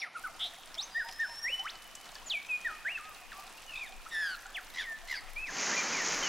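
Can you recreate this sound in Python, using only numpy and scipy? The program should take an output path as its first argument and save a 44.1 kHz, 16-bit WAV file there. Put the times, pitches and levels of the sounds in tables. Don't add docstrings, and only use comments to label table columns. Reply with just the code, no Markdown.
import sys
import numpy as np
from scipy import signal
from scipy.fft import rfft, irfft
from scipy.io import wavfile
from scipy.ndimage import uniform_filter1d, minimum_filter1d

SR = 44100
rng = np.random.default_rng(int(sys.argv[2]) if len(sys.argv) > 2 else 0)


def wrap_up_sound(samples):
    columns = np.atleast_2d(samples).T
    tamed = np.clip(columns, -1, 1)
    steps = np.round(tamed * 32767).astype(np.int16)
    wavfile.write(sys.argv[1], SR, steps)


def natural_amplitude(level_db):
    exponent = np.asarray(level_db, float) / 20
    return 10 ** exponent


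N = 276948

# (time [s], level [dB])
WIND = [
    (0.12, -75),
    (0.26, -59),
    (3.83, -60),
    (3.93, -48.5),
    (4.39, -61.5),
    (5.44, -50),
    (5.73, -74),
    (6.23, -54),
    (6.28, -63),
]
# (time [s], gain [0-1])
FADE_IN = [
    (.15, 0),
    (.172, 0.3),
    (.19, 1),
]
# (frequency [Hz], density [dB per Hz])
MURMUR_COLOUR = [(29, -48), (50, -20), (69, -12), (249, -7.5), (452, -7.5), (699, -2), (1160, -1),
                 (1560, -4), (2960, -6.5), (3400, -9.5), (6170, -12), (12000, -20), (15600, -38),
                 (22000, -120)]
# (time [s], share [0-1])
DULL_START = [
    (.115, 0.94),
    (.15, 0.2),
]
# (frequency [Hz], density [dB per Hz])
RAPIDS_COLOUR = [(35, -47), (60, 13.5), (113, -33), (217, -6), (346, -8.5), (1170, -5.5), (1620, -9),
                 (2970, -8.5), (9790, -13), (16000, -14.5)]
# (time [s], level [dB])
WEIR = [
    (5.465, -61),
    (5.485, -52.5),
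    (5.53, -46.5),
    (5.612, -39),
    (5.8, -39),
    (6.28, -39),
]
# (frequency [Hz], density [dB per Hz])
WEIR_COLOUR = [(53, -70.5), (90, -29), (147, -9.5), (262, -4.5), (697, -7), (941, -4), (2150, -3),
               (2320, -4.5), (3570, -13.5), (6510, -4), (7150, -10), (8000, -30.5), (10400, -68),
               (17600, -120)]
# (time [s], peak [dB], ring [Hz])
DROPS = [(.345, -40, 5000), (.6334, -38, 3520), (.743, -30.5, 5430), (.7513, -30, 5100),
         (1.0866, -33, 4900), (1.1124, -34.5, 5500), (1.1244, -32, 5600), (1.5948, -33.5, 5600),
         (1.7543, -36, 4750), (1.9528, -30.5, 7660), (2.0907, -34, 3750), (2.1535, -30, 5130),
         (2.156, -36, 3000), (2.1844, -39, 4660), (2.3956, -36, 3200), (2.4675, -37, 6100),
         (2.613, -37, 6270), (3.0094, -38, 9210), (3.052, -39, 3500), (3.329, -35.5, 4200),
         (3.433, -42, 3300), (3.477, -36.5, 3500), (3.6638, -38, 6330), (3.758, -35, 3570),
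         (3.9224, -36.5, 3640), (4.0935, -36.5, 7900), (4.3919, -37, 5940), (4.4657, -35, 7600),
         (4.7022, -38, 3980), (5.471, -35, 4960), (5.806, -38, 6340), (.224, -42, 5200), (.308, -42, 5500),
         (.781, -38, 6800), (.828, -35, 2510), (1.2, -33.5, 6220), (1.655, -37, 5800), (1.916, -57, 5020),
         (1.951, -35, 6200), (2.041, -49, 6240), (2.12, -44, 5000), (2.144, -42, 6200), (2.448, -34, 3600),
         (2.554, -41, 5640), (3.148, -38, 4270), (3.466, -39, 4750), (4.421, -44, 5800), (4.458, -41, 3500),
         (4.494, -41, 5240), (4.637, -43, 4000), (1.089, -31, 2500), (1.215, -40, 2990), (4.229, -38, 2500),
         (4.104, -45, 3100)]
# (time [s], peak [dB], ring [Hz])
TICKS = [(0.55, -44, 9500), (0.5841, -45, 9900), (0.6582, -37, 9200), (0.8093, -37, 7970),
         (1.1124, -39, 10800), (1.395, -43, 11000), (1.4299, -39, 11100), (1.5422, -40, 8900),
         (1.561, -42, 9000), (1.8377, -52, 8010), (1.9123, -47, 10500), (2.2995, -43, 13600),
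         (2.51, -48, 7660), (2.7492, -45, 10070), (3.0415, -48, 7400), (3.1288, -45, 8730),
         (3.1471, -42, 10030), (3.4959, -44, 8020), (3.835, -47, 11100), (3.8629, -42, 9400),
         (3.9647, -42, 7850), (4.029, -49, 9600), (4.1283, -43, 9350), (4.1465, -38, 10600),
         (4.4231, -43, 11530), (4.5279, -49, 10200), (4.6142, -47, 13400), (4.701, -42, 11600),
         (4.7589, -44, 9350), (4.9175, -46, 10600), (5.301, -49, 10100)]
# (time [s], pitch [Hz], level [dB], length [s])
GURGLES = [(.81, 1130, -52, 0.021), (1.495, 523, -48.5, 0.015), (2.066, 1810, -53, 0.014),
           (2.158, 1675, -48.5, 0.013), (2.215, 958, -54, 0.021), (3.38, 717, -54.5, 0.017),
           (3.578, 2700, -48, 0.012), (4.062, 1274, -41, 0.011), (4.455, 1400, -42, 0.012),
           (4.545, 671, -53.5, 0.021), (4.605, 717, -54, 0.029), (4.915, 668, -51, 0.022),
           (5.03, 672, -50.5, 0.028), (5.215, 1244, -51, 0.016), (5.283, 2370, -49, 0.0092)]

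# (share of length [0-1], share of glide in log pitch, level [dB])
SWEEP = [(0, 0.014, -8), (.16, .16, -2), (.84, .84, -0.5), (1, 0.89, -5)]
ARCH = [(0, -0.019, -6), (.4, 0.96, 1), (.7, .6, -9.5), (1, -0.27, -7)]
DIVE = [(0, 0.017, 7.5), (.065, .58, -4), (.19, 1, -9.5), (.52, .9, -10.5), (.76, .88, -12), (1, 1, -12)]
SETTLE = [(0, 0.017, -24), (.16, .36, -7), (.33, .8, -0.5), (.55, .99, 0), (.86, 1, -2.5), (1, 1.03, -35)]
# (time [s], length [s], level [dB], glide from [Hz], glide to [Hz])
SWEEPS = [(0.0079, 0.028, -50.5, 5640, 5570), (0.17, 0.01, -62, 9300, 11000),
          (0.17, .012, -65, 10700, 11500), (0.398, 0.03, -55, 1800, 2400), (0.05, 0.033, -49, 1500, 1180),
          (0.268, 0.016, -51, 2350, 1950), (.166, .014, -56, 2700, 2400), (.404, .016, -53, 1300, 1320),
          (0.53, .014, -54, 2100, 1700), (.448, 0.024, -48, 740, 695), (1.04, 0.06, -50, 903, 955),
          (1.281, 0.052, -50, 954, 940), (4.2, 0.12, -71, 9500, 8000), (4.15, 0.051, -63, 10600, 9300),
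          (4.3, 0.04, -63, 7600, 7100), (3.863, 0.022, -51, 3890, 3400), (5.708, 0.051, -38.5, 1550, 2100),
          (5.766, 0.043, -32.5, 2404, 2370), (5.925, 0.11, -38, 2617, 1700), (6.223, .07, -37, 3160, 2760)]
DIVES = [
    (2.972, 0.156, -41, 2036, 1190),
    (3.316, .134, -44.5, 2110, 1111),
]
SETTLES = [
    (2.485, 0.091, -31.5, 2670, 2455),
]
RASP_ARCHES = [
    (4.78, .052, -40, 3150, 3580),
    (5.15, 0.05, -43, 4350, 4900),
    (3.75, 0.079, -50.5, 3400, 3700),
]
RASP_SWEEPS = [
    (5.168, 0.028, -44, 2130, 1950),
    (.016, .034, -36.5, 2450, 1830),
    (.16, 0.026, -61, 9200, 10000),
    (.248, .024, -62, 9000, 10000),
]
# (time [s], pitch [Hz], level [dB])
CHIRPS = [
    [(.147, 1310, -58), (.155, 1400, -42), (.162, 1440, -39), (.172, 1270, -39), (.176, 1240, -52),
     (.184, 1300, -45), (.192, 1280, -58)],
    [(.237, 1500, -53), (.243, 1530, -39), (.254, 1470, -34), (.26, 1350, -46), (.265, 1300, -37),
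     (.274, 1210, -43), (.28, 1190, -58)],
]
HOOKS = [
    [(0.944, 1760, -56), (0.95, 1796, -41), (0.96, 1786, -33), (0.978, 1900, -29), (0.992, 1889, -32),
     (1.01, 1687, -33), (1.022, 1497, -37.5), (1.035, 1480, -43)],
    [(1.188, 1770, -52), (1.196, 1780, -37), (1.204, 1835, -29.5), (1.228, 1820, -32), (1.242, 1670, -34),
     (1.256, 1479, -38), (1.266, 1481, -47)],
]
RASPS = [
    [(4.736, 1950, -58), (4.76, 2000, -51), (4.773, 2030, -46), (4.785, 2000, -37.5), (4.8, 1880, -38),
     (4.812, 1740, -39), (4.825, 1560, -45), (4.836, 1430, -55)],
    [(5.072, 2050, -60), (5.1, 2100, -45), (5.114, 2060, -37), (5.128, 1940, -36.5), (5.143, 1800, -38),
     (5.156, 1620, -43), (5.172, 1430, -54)],
]
# (time [s], pitch [Hz], level [dB])
OPENING_FALL = [(0, 5670, -42), (.008, 5400, -47), (.012, 4600, -45), (.015, 4000, -52), (.019, 3550, -42),
                (.023, 3400, -58)]
QUICK_RISE = [(.776, 3030, -44), (.786, 3510, -38.5), (0.797, 3780, -32.5), (.803, 4020, -38),
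              (.812, 4420, -44), (0.829, 5870, -41.5), (.85, 6530, -44.5)]
THIN_RISE = [(.885, 4770, -70), (.92, 4880, -60), (.935, 4860, -55), (1.1, 5080, -54.5), (1.2, 5230, -56),
             (1.39, 5440, -47), (1.41, 5820, -65), (1.43, 5500, -42.5), (1.45, 5605, -38),
             (1.479, 5530, -54), (1.66, 5630, -75)]
STEP_UP = [(1.435, 1767, -58), (1.455, 1853, -32), (1.479, 2094, -35), (1.494, 2570, -36.5),
           (1.515, 2870, -44.5), (1.534, 2997, -30.5), (1.575, 2994, -46), (1.601, 3012, -33.5),
           (1.63, 3050, -74)]
WHIP_UP = [(1.59, 770, -47.5), (1.615, 797, -51.5), (1.64, 988, -55), (1.665, 1351, -37),
           (1.685, 2735, -43.5), (1.7, 3980, -43), (1.712, 7100, -55)]
WHIP_DOWN = [(2.256, 7150, -78), (2.27, 7050, -46), (2.285, 6690, -45.5), (2.294, 5300, -65),
             (2.303, 4020, -35.5), (2.31, 3600, -32), (2.325, 3000, -32), (2.332, 2760, -46)]
WHIP_LANDING = [(2.331, 2790, -48), (2.338, 2590, -33), (2.357, 2350, -31.5), (2.364, 2310, -44),
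                (2.372, 2290, -35), (2.388, 2265, -38), (2.402, 2256, -54)]
STEP_DOWN = [(2.644, 1956, -54), (2.652, 1920, -35), (2.66, 1884, -31), (2.673, 1778, -30),
             (2.68, 1600, -40), (2.688, 1483, -39.5), (2.712, 1259, -44), (2.74, 1250, -50),
             (2.78, 1230, -58)]
OVER_THE_TOP = [(2.845, 1400, -51), (2.859, 1610, -34), (2.88, 1967, -31.5), (2.901, 2565, -39.5),
                (2.925, 2870, -41), (2.944, 2766, -46), (2.961, 2606, -32), (2.97, 2550, -79)]
QUICK_FALL = [(4.543, 3500, -56), (4.55, 3450, -41), (4.56, 2750, -39), (4.572, 2150, -39),
              (4.586, 1620, -40), (4.6, 1250, -56)]
LONG_SETTLE = [(4.805, 2700, -52), (4.83, 2380, -52), (4.842, 2150, -41), (4.85, 2050, -50),
               (4.858, 1960, -42), (4.864, 1900, -52), (4.872, 1860, -42), (4.93, 1775, -40),
               (4.968, 1760, -48)]
UP_AND_DOWN = [(5.355, 2225, -73), (5.37, 2360, -37.5), (5.4, 2555, -42), (5.444, 2628, -39.5),
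               (5.47, 2270, -45.5), (5.494, 1737, -39.5), (5.51, 1380, -60)]
BUZZ = [(.39, 3254, -56), (.405, 3206, -41), (.43, 3354, -33.5), (.455, 3560, -36.5), (.47, 3730, -42),
        (.487, 3830, -55)]
SCREECH = [(4.105, 1910, -67), (4.13, 1822, -42), (4.162, 1750, -35.5), (4.21, 1740, -33),
           (4.27, 1610, -35), (4.341, 1443, -45.5), (4.36, 1345, -38)]
TRILL_START = [(3.668, 2900, -64), (3.682, 2920, -53), (3.696, 2870, -46), (3.71, 2800, -49),
               (3.717, 2750, -60)]
TRILL = [(3.7035, 2725, -69), (3.716, 2640, -58), (3.725, 2603, -50), (3.76, 2480, -44.5),
         (3.8, 2520, -47.5), (3.83, 2405, -40), (3.85, 2090, -51.5), (3.885, 1550, -55)]
# (beats [per s], level depth [0-1], pitch swing [Hz], overtones [dB], hoarseness [dB])
FLUTTER = [(210.6, 0.5, 320, -31, -27), (167.3, 0.28, 64, -13, -30), (53.7, 0.9, 110, -27, -26),
           (81, 0.97, -70, -14, -13.5), (71, 0.8, -80, -16, -14.5), (81, 0.5, 130, -21, -39),
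           (121.5, .5, 340, -22, -31), (138.3, 0.4, 80, -34, -20), (110, 0.6, 150, -30, -22),
           (154, 0.46, 150, -23, -25), (190, 0.6, 450, -40, -40), (189, .7, 400, -40, -40),
           (73, 0.5, 93, -30, -24)]
BEAT_FADE = [
    (.65, 1),
    (1, .35),
]
# (start [s], end [s])
TRILL_SMOOTHS_S = (3.8, 3.83)
# (frequency [Hz], gain [dB])
THROAT = [(2500, 0), (3050, -3), (3600, 2), (4500, 1), (5500, -1)]
WHISTLE_OVERTONES_DB = [-25.5, -37, -40]
PURE_OVERTONES_DB = [-33, -35.5, -32]
REEDY_OVERTONES_DB = [-15, -32, -24]


def rms_one(x):
    return x / np.sqrt(np.mean(x ** 2) + 1e-20)


def in_time(rows):
    return np.interp(np.arange(N) / SR, *np.transpose(rows))


def drift(rate, count=N):
    knot_rate, settle = 400, 50
    knots = rng.standard_normal(int(N / SR * knot_rate) + 60)[:int(count / SR * knot_rate) + 60]
    r = np.exp(-2 * np.pi * rate / knot_rate)
    slow = signal.lfilter([1], [1, -2 * r, r * r], knots)[settle:]
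    return np.interp(np.arange(count) / SR * knot_rate, np.arange(len(slow)), rms_one(slow))


def cut(x, hz, kind, order=2):
    return signal.sosfilt(signal.butter(order, hz, kind, fs=SR, output="sos"), x)


def colour(x, spectrum):
    hz, level_db = np.transpose(spectrum)
    bins = np.maximum(np.arange(N // 2 + 1) * SR / N, 1)
    return rms_one(irfft(rfft(x) * natural_amplitude(np.interp(np.log(bins), np.log(hz), level_db)), N))


def wind():
    rumble = cut(rng.standard_normal((3, N)), [15, 34], "band", order=3)
    shared, left, right = cut(rumble, 24, "low", order=4)
    return natural_amplitude(in_time(WIND)) * rms_one(np.array([1.37 * left + 0.48 * shared, right + 0.69 * shared]))


def water(spectrum, patchy_db, grains_per_s, grain_db, spread_db, channels):
    white = rfft(rng.standard_normal((channels, N)))
    together = drift(9.5)
    octave = np.log2(np.maximum(np.arange(N // 2 + 1) * SR / N, 100) / 100)
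    body = 0
    for k in range(9):
        flicker = natural_amplitude(patchy_db * (together + drift(25)))
        share = np.clip(1 - np.abs(octave - k), 0, 1)
        body = body + flicker * irfft(white * share, N)
    born = rng.random(N) < grains_per_s * natural_amplitude(4 * drift(4)) / SR
    sizes = born * natural_amplitude(spread_db * np.minimum(rng.exponential(1, N), 2.4))
    dealt = rng.integers(0, 3, N)
    spray = 0
    for k, band in enumerate([(2500, 7000), (5000, 12000), (8000, 18000)]):
        puffs = signal.lfilter([1], [1, -.98], sizes * (dealt == k))
        hiss = rng.standard_normal(N) + 0.5 * rng.standard_normal((channels, N))
        spray = spray + cut(puffs * hiss, band, "band")
    return colour(rms_one(body) + natural_amplitude(grain_db) * rms_one(spray), spectrum)


def river_murmur():
    murmur = water(MURMUR_COLOUR, patchy_db=1.1, grains_per_s=40, grain_db=-9.5, spread_db=2.5, channels=1)
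    murmur = natural_amplitude(-54) * cut(murmur, 11900, "low", order=20)
    treble = signal.sosfiltfilt(signal.butter(4, 6000, "high", fs=SR, output="sos"), murmur)
    return murmur - in_time(DULL_START) * treble


def rapids():
    wash = water(RAPIDS_COLOUR, patchy_db=1.0, grains_per_s=90, grain_db=-4, spread_db=4, channels=2)
    return natural_amplitude(-57.5) * cut(wash, 82, "high", order=3) * natural_amplitude(np.array([[-.6], [.6]]))


def weir():
    roar = water(WEIR_COLOUR, patchy_db=.45, grains_per_s=1900, grain_db=-6.5, spread_db=6, channels=1)
    heard = np.arange(N) > WEIR[0][0] * SR
    return cut(roar, 7900, "low", order=8) * natural_amplitude(in_time(WEIR) + 5) * heard


def ring(clicks, hz, t60):
    r, w = natural_amplitude(-60 / (t60 * SR)), 2 * np.pi * hz / SR
    return signal.lfilter([0, np.sin(w)], [1, -2 * r * np.cos(w), r * r], clicks + 1e-18)


def drops():
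    small_per_s, small_db, leaf_low_hz = 1, -46, 3400
    out, t = np.zeros((2, N + SR)), np.arange(1200) / SR
    when, size, leaf = rng.random((int(small_per_s * N / SR), 3)).T
    small = zip(0.16 + when * (N / SR - .2), small_db - 8 * size, leaf_low_hz * 2 ** leaf)
    falls = [*DROPS, *small, *TICKS]
    chance = rng.standard_normal((len(falls), len(t)))
    for (s, peak_db, hz), noise in zip(falls, chance):
        pan_db = 2.7 * noise[-1] - 1
        tick = noise * (np.exp(-t / 0.0022) + 0.23 * np.exp(-t / 0.015))
        splash = cut(tick, [0.28 * hz, min(1.25 * hz, 18000)], "band")
        sound = rms_one(ring(tick, hz, 0.0033)) + natural_amplitude(-9) * rms_one(splash)
        sound = sound / np.max(np.abs(sound)) * natural_amplitude(peak_db - 4)
        at = round(s * SR)
        out[:, at:at + len(t)] += sound * natural_amplitude(pan_db / 2 * np.array([[1], [-1]]))
    return out[:, :N]


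def gurgles():
    babble_per_s, babble_db = 45, -53
    chance = rng.random((int(babble_per_s * N / SR), 4))
    hollow = 640 + 400 * chance[:, 1]
    pitches = np.where(chance[:, 1] < .4, hollow, 500 * 9.07 ** chance[:, 1])
    lengths = (6 + 14 * chance[:, 3]) / pitches
    babble = np.c_[chance[:, 0] * N / SR, pitches, babble_db - 9 * chance[:, 2], lengths]
    out = np.zeros(N + SR)
    for s, hz, level_db, length in [*GURGLES, *babble]:
        t = np.arange(int(length * SR)) / SR
        at = round(s * SR)
        swell = np.sin(np.pi * (t / length) ** 0.75)
        tone = np.sin(2 * np.pi * hz * t * (1 + 0.029 * t / length))
        out[at:at + len(t)] += natural_amplitude(level_db + 2) * swell * tone
    return out[:N]


def fading_hiss():
    t, white = np.arange(N) / SR, rng.standard_normal((2, N))
    high = natural_amplitude(-62.5 - 120 * t) * rms_one(cut(white[0], [8600, 11700], "band", order=6))
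    low = natural_amplitude(-48.5 - 260 * t) * rms_one(cut(white[1], [2100, 5900], "band", order=6))
    return high + low


def forest(x):
    t60_s, tail_db, near_db = 1.17, -16.5, -10
    t = np.arange(int(1.5 * SR)) / SR
    white = rng.standard_normal((3, len(t)))
    tail = cut(white[0], 3900, "low") * natural_amplitude(-60 * t / t60_s)
    tail += cut(white[1], 3700, "high") * natural_amplitude(-110 * t / t60_s)
    tail *= (1 - np.exp(-t / 0.0096)) * (1 + natural_amplitude(-18 + 27 * t))
    valley = cut(white[1], [2300, 3400], "band")
    tail += natural_amplitude(-7.5 - 10.3 * t) * np.minimum(t / 0.063, 1) * valley
    near = white[2] ** 3 * np.exp(-t / 0.025) * (t > .003)
    echoes = natural_amplitude(tail_db) * tail / np.sqrt(np.sum(tail ** 2))
    echoes += natural_amplitude(near_db) * near / np.sqrt(np.sum(near ** 2))
    return signal.fftconvolve(x, echoes)[:N]


def shaped(shape, notes):
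    share, glide, shape_db = np.transpose(shape)
    return [np.c_[s + length * share, from_hz * (to_hz / from_hz) ** glide, level_db + shape_db]
            for s, length, level_db, from_hz, to_hz in notes]


def note(rows, partials, flutter=None):
    s, hz, level_db = np.transpose(rows)
    first, last = round(s[0] * SR), min(round(s[-1] * SR), N)
    t = np.arange(first, last) / SR
    count = len(t)
    pitch = uniform_filter1d(np.interp(t, s, hz), min(count // 8, 220))
    height = np.interp(t, s, natural_amplitude(level_db)) * np.sqrt(2)
    height = height * natural_amplitude(0.59 * drift(36, count))
    beat, hoarse, upper = 1, 0, 0
    if flutter:
        rate, beat_s, depth, swing_hz, hoarse_db = flutter
        turn = 2 * np.pi * rate * (t - beat_s) + 0.16 * drift(41, count)
        strength = 1 - np.interp(t, TRILL_SMOOTHS_S, [0, 1]) * (s[0] < TRILL_SMOOTHS_S[0])
        if swing_hz < 0:
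            strength = strength * np.interp((t - s[0]) / (s[-1] - s[0]), *np.transpose(BEAT_FADE))
        skewed = turn + 0.46 * (np.cos(turn) - 1)
        beat = 1 + strength * np.clip(depth, 0, 1) * np.cos(skewed)
        pitch = pitch + strength * swing_hz * (np.sin(turn) + 0.292 * drift(147, count))
        hoarse = natural_amplitude(hoarse_db + 15)
        breath = cut(rng.standard_normal(SR)[:count], [1400, 5600], "band", order=4)
        upper = natural_amplitude(hoarse_db - 1) * rms_one(breath)
    phase = 2 * np.pi * np.cumsum(pitch) / SR
    for multiple, over_db in partials:
        unsteady = rms_one(signal.lfilter([1], [1, -1.966, .966289], rng.standard_normal(SR)[:count]))
        wobble = (1 + hoarse * 1.35 * unsteady) / (1 + hoarse) * natural_amplitude(2 * drift(16, count))
        if flutter:
            wobble = wobble * natural_amplitude(np.interp(multiple * pitch, *np.transpose(THROAT)))
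        upper = upper + natural_amplitude(over_db) * wobble * np.sin(multiple * phase) * (multiple * pitch < 12000)
    upper = upper * (np.max(height) / height) ** (0.71 if flutter else -0.3)
    voice = beat * np.sin(phase) + np.sqrt(beat) * upper
    out = np.zeros(N)
    out[first:last] = height * voice * signal.windows.tukey(count, .08)
    return out


def birds():
    whistles = [WHIP_UP, STEP_DOWN, QUICK_FALL, *shaped(SWEEP, SWEEPS), *CHIRPS, *HOOKS]
    pure = [OPENING_FALL, QUICK_RISE, STEP_UP, WHIP_DOWN, WHIP_LANDING, LONG_SETTLE, OVER_THE_TOP,
            UP_AND_DOWN, *shaped(SETTLE, SETTLES)]
    reedy = [THIN_RISE, *shaped(DIVE, DIVES)]
    buzzes = [BUZZ, SCREECH, TRILL, *RASPS, *shaped(ARCH, RASP_ARCHES), *shaped(SWEEP, RASP_SWEEPS),
              TRILL_START]
    out = np.zeros(N)
    for calls, overtones_db in [(whistles, WHISTLE_OVERTONES_DB), (pure, PURE_OVERTONES_DB),
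                                (reedy, REEDY_OVERTONES_DB)]:
        for rows in calls:
            out += note(rows, zip(range(2, 5), overtones_db))
    for rows, (rate, depth, swing_hz, over_db, half_db) in zip(buzzes, FLUTTER):
        whole = zip(range(2, 8), over_db + np.array([-1.5, -3, -16, -23, -17.5, -19]))
        half = zip(np.arange(4) + .5, half_db + np.array([-8, 0, -2.5, -10]))
        out += note(rows, [*whole, *half], (rate, rows[0][0], depth, swing_hz, half_db))
    return out


def limit(x):
    ceiling_db, hold_s = -26, .004
    width = round(hold_s * SR)
    top = uniform_filter1d(-minimum_filter1d(-np.abs(x), width), width)
    return x / (1 + (top / natural_amplitude(ceiling_db)) ** 6) ** (1 / 6)


def scene():
    wide = in_time(FADE_IN) * (wind() + rapids())
    calls = birds() + gurgles()
    return limit(calls + forest(calls)) + river_murmur() + weir() + drops() + fading_hiss() + wide


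def narrow(x, margin_db):
    mid, side = (x[0] + x[1]) / 2, (x[0] - x[1]) / 2
    hz, _, spectra = signal.stft([mid, side], SR, nperseg=2048)
    mid_power, side_power = uniform_filter1d(np.abs(spectra) ** 2, size=13, axis=1)
    needed_db = margin_db + 9 * np.clip(np.log2(1500 / (hz[:, None] + 1)), 0, 4)
    kept = mid_power < side_power * natural_amplitude(2 * needed_db)
    side = signal.istft(spectra[1] * kept, SR, nperseg=2048)[1][:N]
    return np.array([mid + side, mid - side])


def top_cut(x):
    return signal.sosfilt(signal.butter(12, 16160, fs=SR, output="sos"), x)


def record(dry):
    cutoff_hz = 15830
    below = np.arange(N // 2 + 1) * SR / N < cutoff_hz
    mix = irfft(rfft(narrow(dry, margin_db=15.5)) * below, N)
    return top_cut(mix)


dry = scene()
out = record(dry)
wrap_up_sound(out)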